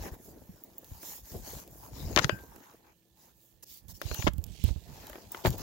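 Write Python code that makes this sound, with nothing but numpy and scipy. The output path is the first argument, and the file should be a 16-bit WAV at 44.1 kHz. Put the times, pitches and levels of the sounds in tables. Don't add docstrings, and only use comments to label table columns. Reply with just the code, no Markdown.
import sys
import numpy as np
from scipy import signal
from scipy.fft import rfft, irfft, next_fast_len
from scipy.io import wavfile
from scipy.ndimage import uniform_filter1d, map_coordinates

SR = 44100
rng = np.random.default_rng(int(sys.argv[2]) if len(sys.argv) > 2 else 0)


def store_wav(level_fs):
    pcm = np.round(np.clip(np.atleast_2d(level_fs), -1, 1) * 32767)
    wavfile.write(sys.argv[1], SR, pcm.T.astype(np.int16))


N = 247838
HIT_SIZE = 16384
BLOW_S = .005
PORT_LAG_MAX_S = .0003
RISE_SHARE = .45
HARDNESS_DB, HARDNESS_BEND = 25.5, 1.024
TOP_HZ = 16100

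# [time_s, flex_db]
LEATHER_FLEX = [(0.0, -52), (0.09, -62.5), (0.7, -63), (1.31, -67.5), (1.49, -59), (1.86, -61),
                (2.0, -52.5), (2.16, -43.5), (2.8, -76), (3.63, -77.5), (3.96, -69.5), (4.19, -53.5),
                (4.27, -69), (4.44, -64), (4.73, -66.5), (5.42, -60), (5.54, -45), (5.62, -73.5)]
# [start_s, length_s, level_db, pressure_db, brightness_db]
SLIDING_RUNS = [(0, 0.11, -53.5, 4.5, 3), (0.109, 0.058, -66, 8.5, 9.5), (0.191, .16, -70, -11, 14),
                (0.78, 0.46, -64.5, 1.5, 7.5), (0.994, 0.23, -52.5, -7, 8), (1.216, 0.24, -57, -4.5, 5),
                (1.415, 0.24, -49.5, -3.5, 3), (1.692, 0.15, -69.5, -26, 13), (1.8, 0.11, -64.5, 6, 9.5),
                (1.927, 0.18, -53.5, -3.5, 0), (2.21, 0.05, -39, -1, -29), (2.452, 0.38, -69.5, 9.5, 5.5),
                (2.822, 0.12, -76, 12, -3), (3.155, 0.18, -69, 1.5, 6.5), (3.324, 0.25, -82, -6.5, 17),
                (3.624, 0.023, -54, -8.5, 8.5), (3.648, 0.17, -55, -34, 3), (3.88, 0.054, -55.5, -11, 8),
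                (3.934, 0.057, -60, -29, 4), (3.99, 0.27, -47, -12.5, -5.5), (4.131, 0.17, -44, -9, -4),
                (4.648, 0.071, -53, -4.5, -5), (4.837, 0.45, -60, 4.5, 1), (5.298, 0.16, -58.5, 5, 4),
                (5.437, 0.066, -41.5, 4.5, -1.5), (5.565, 0.077, -49, 1, -3)]
# [start_s, length_s, level_db]
PANEL_BULGES = [(0, 0.12, -44), (0.23, 0.19, -53.5), (1.3, 0.12, -47)]
# [time_s, grip_db]
GRIP_FIRMNESS = [(0.0, -58.5), (0.69, -70), (1.05, -63.5), (1.88, -63), (2.13, -45), (2.74, -77),
                 (3.63, -82), (3.9, -59.5), (4.19, -46.5), (5.06, -60), (5.46, -60), (5.62, -45)]
# [start_s, level_db, pitch_hz]
BODY_THUMPS = [(.118, -35, 70), (0.492, -39.5, 177), (.916, -36, 71.5), (1.318, -39, 76),
               (1.358, -35.5, 78), (2.163, -34.5, 156), (2.185, -28.5, 132), (2.245, -22.5, 139),
               (4.053, -29, 95), (4.112, -27, 68), (4.19, -28.5, 105), (4.244, -21, 79), (4.269, -24, 188),
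               (4.283, -20, 57.4), (4.337, -27.5, 73), (4.384, -25, 80.5), (4.64, -13, 70.4),
               (4.679, -26.5, 89), (4.705, -19.5, 58), (4.76, -25, 71), (5.454, -22, 127),
               (5.471, -18.5, 105), (5.496, -23, 122.6)]
# [start_s, level_db]
TAB_JINGLES = [(.637, -34), (.782, -30.5), (5.319, -26.5), (5.468, -21.5), (5.581, -32)]
# [start_s, level_db]
FITTING_RINGS = [(2.175, -42), (2.294, -35.5)]
# [start_s, level_db]
SURFACE_CATCHES = [(0.845, -35.5), (1.031, -32), (1.256, -38), (1.6771, -36.5), (2.4084, -44),
                   (2.4374, -43), (2.561, -36.5), (3.6287, -47), (3.883, -36), (4.016, -24),
                   (4.1445, -17.5), (4.335, -34), (4.3819, -32.5), (4.4403, -23), (4.4655, -37),
                   (4.6394, -19.5), (5.0692, -28.5), (5.0978, -30), (5.505, -23)]
# [start_s, level_db, hardness (0 knock, .5 clack, 1 snap)]
SHELL_CONTACTS = [(1.0313, -43.5, 0.16), (2.1623, -15.5, 0.87), (2.1662, -17, 0.12), (2.1751, -14, .5),
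                  (2.185, -18, 0.24), (2.1894, -21.5, 0.94), (2.1932, -18.5, .5), (2.196, -32, .6),
                  (2.2447, -17.5, 0.71), (2.295, -17, 0.28), (2.3882, -46, 0.24), (2.5628, -51, 0.21),
                  (4.0156, -30.5, 0.25), (4.0202, -40, 0.87), (4.114, -30, .25), (4.148, -43, .5),
                  (4.2236, -33, .5), (4.268, -18.5, 0.046), (4.2727, -17.5, 0.27), (4.2787, -24.5, 0.66),
                  (4.2832, -30.5, 0.64), (4.688, -41, 0.13), (4.76, -50.5, 0.036), (5.098, -41, 0.18),
                  (5.1311, -43, 0.34), (5.156, -37.5, 0.19), (5.1836, -46, 0.0098), (5.3468, -33.5, .35),
                  (5.4503, -19, 0), (5.4581, -18.5, 0.15), (5.469, -23, 0.14)]
# [time_s, level_db]
FINGER_BRUSH = [(4.44, -75.5), (4.48, -61.5), (4.56, -57), (4.68, -48.5), (4.74, -61), (4.84, -62),
                (4.9, -64.5)]

# [time_s, lr_db]
HAND_PATH = [(0, 0.5), (2.1, 2), (2.25, -5.5), (3.5, -4), (3.7, -20.5), (4.25, -21), (4.65, -42),
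             (4.95, -4.5), (5.4, 6.5)]
# [time_s, lr_db]
SLIDER_PATH = [(1, 1.5), (1.9, 12), (2.17, 20), (2.3, 36), (2.4, -11), (3.95, 9.5), (4.25, 15.5), (4.7, 9),
               (5.46, -2.5)]

# [mode_hz, level_db, t60_s]
FITTING_MODES = [(1570, -3.5, 0.35), (2520, -8, .14), (2760, -6, 0.099), (3010, -4.5, 0.11),
                 (4770, -8.5, .1)]
# [mode_hz, level_db, t60_s]
TAB_MODES = [(8070, -6.5, 0.04), (11800, -24, .03), (15540, 11, 0.03), (15750, -14, .04)]
# [tone_hz, level_db]
HUM_TONES = [(119, -78), (182, -81), (331, -79.5), (1750, -89)]
# [band_hz, t60_s]
ROOM_DECAY = [(100, 1), (500, 0.27), (2000, 0.17), (6000, 0.14), (14000, .15)]

# [band_hz, density_db]
RUSTLE_COLOUR = [(90, -22), (190, -1), (270, -1), (350, -0.5), (480, -3), (700, -7), (1000, -20.5),
                 (2000, -38)]
CREAK_COLOUR = [(450, -19), (850, 8), (1300, -2), (1800, -0.5), (2500, -7.5), (3500, -15.5), (6000, -30)]
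RASP_COLOUR = [(1500, -14), (2800, -5), (4000, -1.5), (5500, 1), (7000, 1), (8200, -17.5), (10000, -13.5),
               (14000, -34.5)]
FIZZ_COLOUR = [(3000, -32.5), (7000, -1.5), (8800, -10), (10500, -4), (12000, 1.5), (14500, 1),
               (15800, 3.5), (16300, -22)]
# [band_hz, density_db]
SKIN_COLOUR = [(1500, -18), (2700, -4), (3500, -2.5), (4300, -3.5), (7000, -7)]
# [band_hz, density_db]
KNOCK_COLOUR = [(90, -20), (260, -4.5), (360, 1), (470, -2), (610, 2), (760, -8), (1000, -10),
                (2500, -42.5)]
CLACK_COLOUR = [(600, -16.5), (950, -0.5), (1230, 4), (1600, 3.5), (2050, 0.5), (2600, -4), (3300, -3.5),
                (6000, -34)]
SNAP_COLOUR = [(1200, -31.5), (2700, -0.5), (3500, 2), (5000, 0.5), (6800, -2), (8200, -20.5),
               (12000, -18.5), (16000, -30)]
# [band_hz, density_db]
RUMBLE_COLOUR = [(20, -24.5), (35, -8), (55, 0.5), (120, -7), (180, -8), (300, -26.5), (700, -55.5)]
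BUMP_COLOUR = [(20, -16), (45, 2.5), (110, 3), (220, -11), (450, -26), (900, -39.5), (2500, -60.5)]
# [band_hz, density_db]
AIR_COLOUR = [(30, -9), (60, 2), (250, -2.5), (450, -14.5), (1000, -19.5), (3000, -34), (9000, -30.5),
              (12500, -25), (16000, -24)]


def amp(db):
    return 10 ** (np.asarray(db) / 20)


def unit(x):
    return x / np.sqrt(np.mean(x ** 2) + 1e-20)


def blow(x):
    energy = np.mean(np.sum(x ** 2, axis=-1))
    return x * np.sqrt(BLOW_S * SR / energy)


def along(points, hz):
    f, v = np.transpose(points)
    return np.interp(np.log(hz + 1), np.log(f + 1), v)


def colour(points, hz):
    below = np.minimum((hz + 1) / points[0][0], 1)
    above = np.minimum(points[-1][0] / (hz + 1), 1)
    return amp(along(points, hz)) * (below * above) ** 2 + 1e-6


def side(path, s):
    return np.interp(s, *np.transpose(path))


def curve(path):
    return side(path, np.arange(N) / SR)


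def hiss_side(s):
    return .5 * side(HAND_PATH, s) - 4.5


def wobble(knots_per_s):
    knots = rng.standard_normal(int(N * knots_per_s / SR) + 4)
    return map_coordinates(knots, [np.arange(N) * knots_per_s / SR])


def filtered(x, response):
    m = next_fast_len(N + SR // 2)
    hz = np.fft.rfftfreq(m, 1 / SR)
    return irfft(rfft(x, m) * response(hz), m)[..., :N]


def ports(pan_db):
    gains = amp(np.array([pan_db, -pan_db]) / 2).reshape(2, -1)
    return gains / np.sqrt(np.mean(gains ** 2, axis=0))


def placed(x, pan_db):
    lag_s = PORT_LAG_MAX_S * np.tanh(np.log(amp(pan_db)) / 2)
    delay_s = np.maximum([[-lag_s], [lag_s]], 0)
    hz = np.fft.rfftfreq(HIT_SIZE, 1 / SR)
    return ports(pan_db) * irfft(rfft(x) * np.exp(-2j * np.pi * hz * delay_s))


def pair(alike, size):
    noise = rng.standard_normal((3, size))
    return np.sqrt(alike) * noise[0] + np.sqrt(1 - alike) * noise[1:]


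def add(track, s, x):
    part = track[:, round(s * SR):][:, :x.shape[-1]]
    part += x[..., :part.shape[-1]]


def strike(spectrum, t60, scatter, alike):
    t = np.arange(HIT_SIZE) / SR
    cepstrum = irfft(np.log(colour(spectrum, np.fft.rfftfreq(HIT_SIZE, 1 / SR))))
    cepstrum[1:HIT_SIZE // 2] *= 2
    cepstrum[HIT_SIZE // 2 + 1:] = 0
    push = blow(1.0 * (t == 0))
    dying = blow(pair(alike, HIT_SIZE) * amp(-60 * t / t60))
    return blow(irfft(rfft(push + scatter * dying) * np.exp(rfft(cepstrum))))


def friction(spectrum, alike, grain_rate, grain_db, patchy_db):
    slips = pair(alike, N) * amp(grain_db * wobble(grain_rate))
    z = signal.stft(slips, nperseg=512)[2]
    field = rng.standard_normal(z.shape[1:])
    field = uniform_filter1d(field, size=7, axis=0)
    field = uniform_filter1d(field, size=10, axis=1)
    slips = signal.istft(z * amp(patchy_db * unit(field)), nperseg=512)[1][:, :N]
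    return unit(filtered(slips, lambda hz: colour(spectrum, hz)))


def stroke(start, length):
    phase = (np.arange(N) / SR - start) / length
    return np.sin(np.pi / 2 * np.interp(phase, [0, RISE_SHARE, 1], [0, 1, 0]))


def effort():
    flex_db = curve(LEATHER_FLEX) + 0.41 * wobble(12)
    power = amp([flex_db + 1.0, flex_db - 8.5, 1.285 * flex_db + 7.0, 0.68 * flex_db - 22]) ** 2
    for start, length, db, pressure_db, bright_db in SLIDING_RUNS:
        speed = stroke(start, length)
        span = speed > 0
        levels_db = db + np.array([pressure_db - 1.5, pressure_db - .5, 0, bright_db])
        power[:, span] += (amp(levels_db)[:, None] * speed[span] ** .9) ** 2
    for start, length, db in PANEL_BULGES:
        power[0] += (amp(db) * stroke(start, length)) ** 2
    return np.sqrt(power)


def leather(rustle_gain, creak_gain):
    rustle = rustle_gain * friction(RUSTLE_COLOUR, alike=0.67, grain_rate=90, grain_db=4.07, patchy_db=1.8)
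    creak = creak_gain * friction(CREAK_COLOUR, alike=0.079, grain_rate=250, grain_db=1.5, patchy_db=3.5)
    return rustle * ports(pan_db=.5) + creak * ports(pan_db=3.5)


def crackle(creak_gain):
    cracks_per_s = 40
    sizes = amp(4 * np.clip(rng.standard_normal(N), -2, 2))
    cracks = (rng.random(N) < cracks_per_s / SR) * sizes * creak_gain
    crack = strike(CREAK_COLOUR, t60=.012, scatter=0.94, alike=0.21)
    crack = crack + amp(-4.0) * strike(RASP_COLOUR, t60=.008, scatter=0.86, alike=0.66)
    return amp(-2.5) * signal.fftconvolve(cracks[None], crack, axes=1)[:, :N]


def zipper_runs(rasp_gain, fizz_gain):
    t = np.arange(N) / SR
    rasp = rasp_gain * friction(RASP_COLOUR, alike=0.12, grain_rate=600, grain_db=2.0, patchy_db=4.1)
    fizz = fizz_gain * friction(FIZZ_COLOUR, alike=0.1, grain_rate=680, grain_db=2, patchy_db=1.8)
    return rasp * ports(side(SLIDER_PATH, t)) + fizz * ports(hiss_side(t))


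def background():
    t = np.arange(N) / SR
    hum = 0
    for hz, db in HUM_TONES:
        level = np.sqrt(2) * amp(db + 1.7 * wobble(4.6))
        waver_rad = hz / 550 * wobble(45)
        hum = hum + level * np.sin(2 * np.pi * hz * t + waver_rad)
    air = unit(filtered(pair(alike=.4, size=N), lambda hz: colour(AIR_COLOUR, hz)))
    return hum + amp(-76) * air


def handling():
    rumble = friction(RUMBLE_COLOUR, alike=0.7, grain_rate=30, grain_db=2, patchy_db=6.0)
    out = amp(curve(GRIP_FIRMNESS) + 8.5) * ports(curve(HAND_PATH)) * rumble
    t = np.arange(HIT_SIZE) / SR
    envelope = amp(-60 * t / 0.069) * (1 - np.exp(-t / 0.0034))
    for s, db, hz in BODY_THUMPS:
        phase = 2 * np.pi * hz * t + np.array([[1.2], [0]])
        rock = blow(np.sin(phase) * envelope)
        thud = amp(-5.5) * strike(BUMP_COLOUR, t60=0.09, scatter=1.2, alike=0.91)
        add(out, s, amp(db) * (rock + thud) * ports(side(HAND_PATH, s)))
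    return out


def ring(modes, spread_db):
    t = np.arange(HIT_SIZE) / SR
    out = 0
    for hz, db, t60 in modes:
        level_db = db + spread_db * rng.standard_normal((2, 1))
        drift = .009 * np.cumsum(rng.standard_normal((2, HIT_SIZE)), axis=1)
        cycles = hz * t + rng.random((2, 1)) + drift
        out = out + amp(level_db - 60 * t / t60) * np.sin(2 * np.pi * cycles)
    return out


def metal():
    out = np.zeros((2, N))
    for s, db in TAB_JINGLES:
        touch = amp(-9.0) * strike(FIZZ_COLOUR, t60=0.038, scatter=4.3, alike=0.11)
        add(out, s, amp(db - 8.0) * (blow(ring(TAB_MODES, spread_db=3.5)) + touch))
    for s, db in FITTING_RINGS:
        add(out, s, amp(db) * ring(FITTING_MODES, spread_db=3.5) * ports(pan_db=7.5))
    return out


def ticks():
    out = np.zeros((2, N))
    for s, db in SURFACE_CATCHES:
        snap = amp(db - 25) * strike(SNAP_COLOUR, t60=0.013, scatter=9.0, alike=1.0)
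        fizz = amp(db - 16.5) * strike(FIZZ_COLOUR, t60=0.015, scatter=1.0, alike=0.023)
        add(out, s, (snap + fizz) * ports(hiss_side(s)))
    return out


def clacks():
    out = np.zeros((2, N))
    for s, db, hardness in SHELL_CONTACTS:
        distance = np.abs(hardness - np.array([0, .5, 1]))
        knock_gain, clack_gain, snap_gain = amp(db - HARDNESS_DB * distance ** HARDNESS_BEND)
        clack_pan = side(SLIDER_PATH, s)
        knock_pan = 0.39 * clack_pan + .9 * side(HAND_PATH, s)
        distant = amp(-.4 * abs(clack_pan))
        knock = knock_gain * strike(KNOCK_COLOUR, t60=0.039, scatter=1.0, alike=0.93)
        clack = clack_gain * strike(CLACK_COLOUR, t60=0.023, scatter=2.1 * distant, alike=0.15)
        snap = snap_gain * strike(SNAP_COLOUR, t60=0.035, scatter=distant, alike=0.24)
        add(out, s, placed(knock, knock_pan) + placed(clack + snap, clack_pan))
    return out


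def room(x):
    hz, t, z = signal.stft(rng.standard_normal((2, SR * 3 // 4)), SR, nperseg=256)
    decay = amp(-60 * t / along(ROOM_DECAY, hz)[:, None])
    tail = signal.istft(z * decay, SR, nperseg=256)[1]
    tail = np.pad(tail, ((0, 0), (int(.005 * SR), 0)))
    airborne = x[:1]
    return signal.fftconvolve(airborne, tail / np.linalg.norm(tail[0]), axes=1)[:, :N]


def brush():
    swish = friction(SKIN_COLOUR, alike=.3, grain_rate=750, grain_db=3.5, patchy_db=2)
    return amp(curve(FINGER_BRUSH)) * ports(pan_db=-14) * swish


def scene():
    rustle, creak, rasp, fizz = effort()
    hits = crackle(creak) + metal() + ticks() + clacks()
    rubbing = leather(rustle, creak) + zipper_runs(rasp, fizz) + brush()
    return hits + amp(-27.0) * room(hits) + rubbing + handling() + background()


def record(dry):
    thinned = filtered(dry, lambda hz: 1j * hz / (22 + 1j * hz))
    clipped = np.clip(thinned, -1, 1)
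    return filtered(clipped, lambda hz: 1 / np.sqrt(1 + (hz / TOP_HZ) ** 260))


dry = scene()
out = record(dry)
store_wav(out)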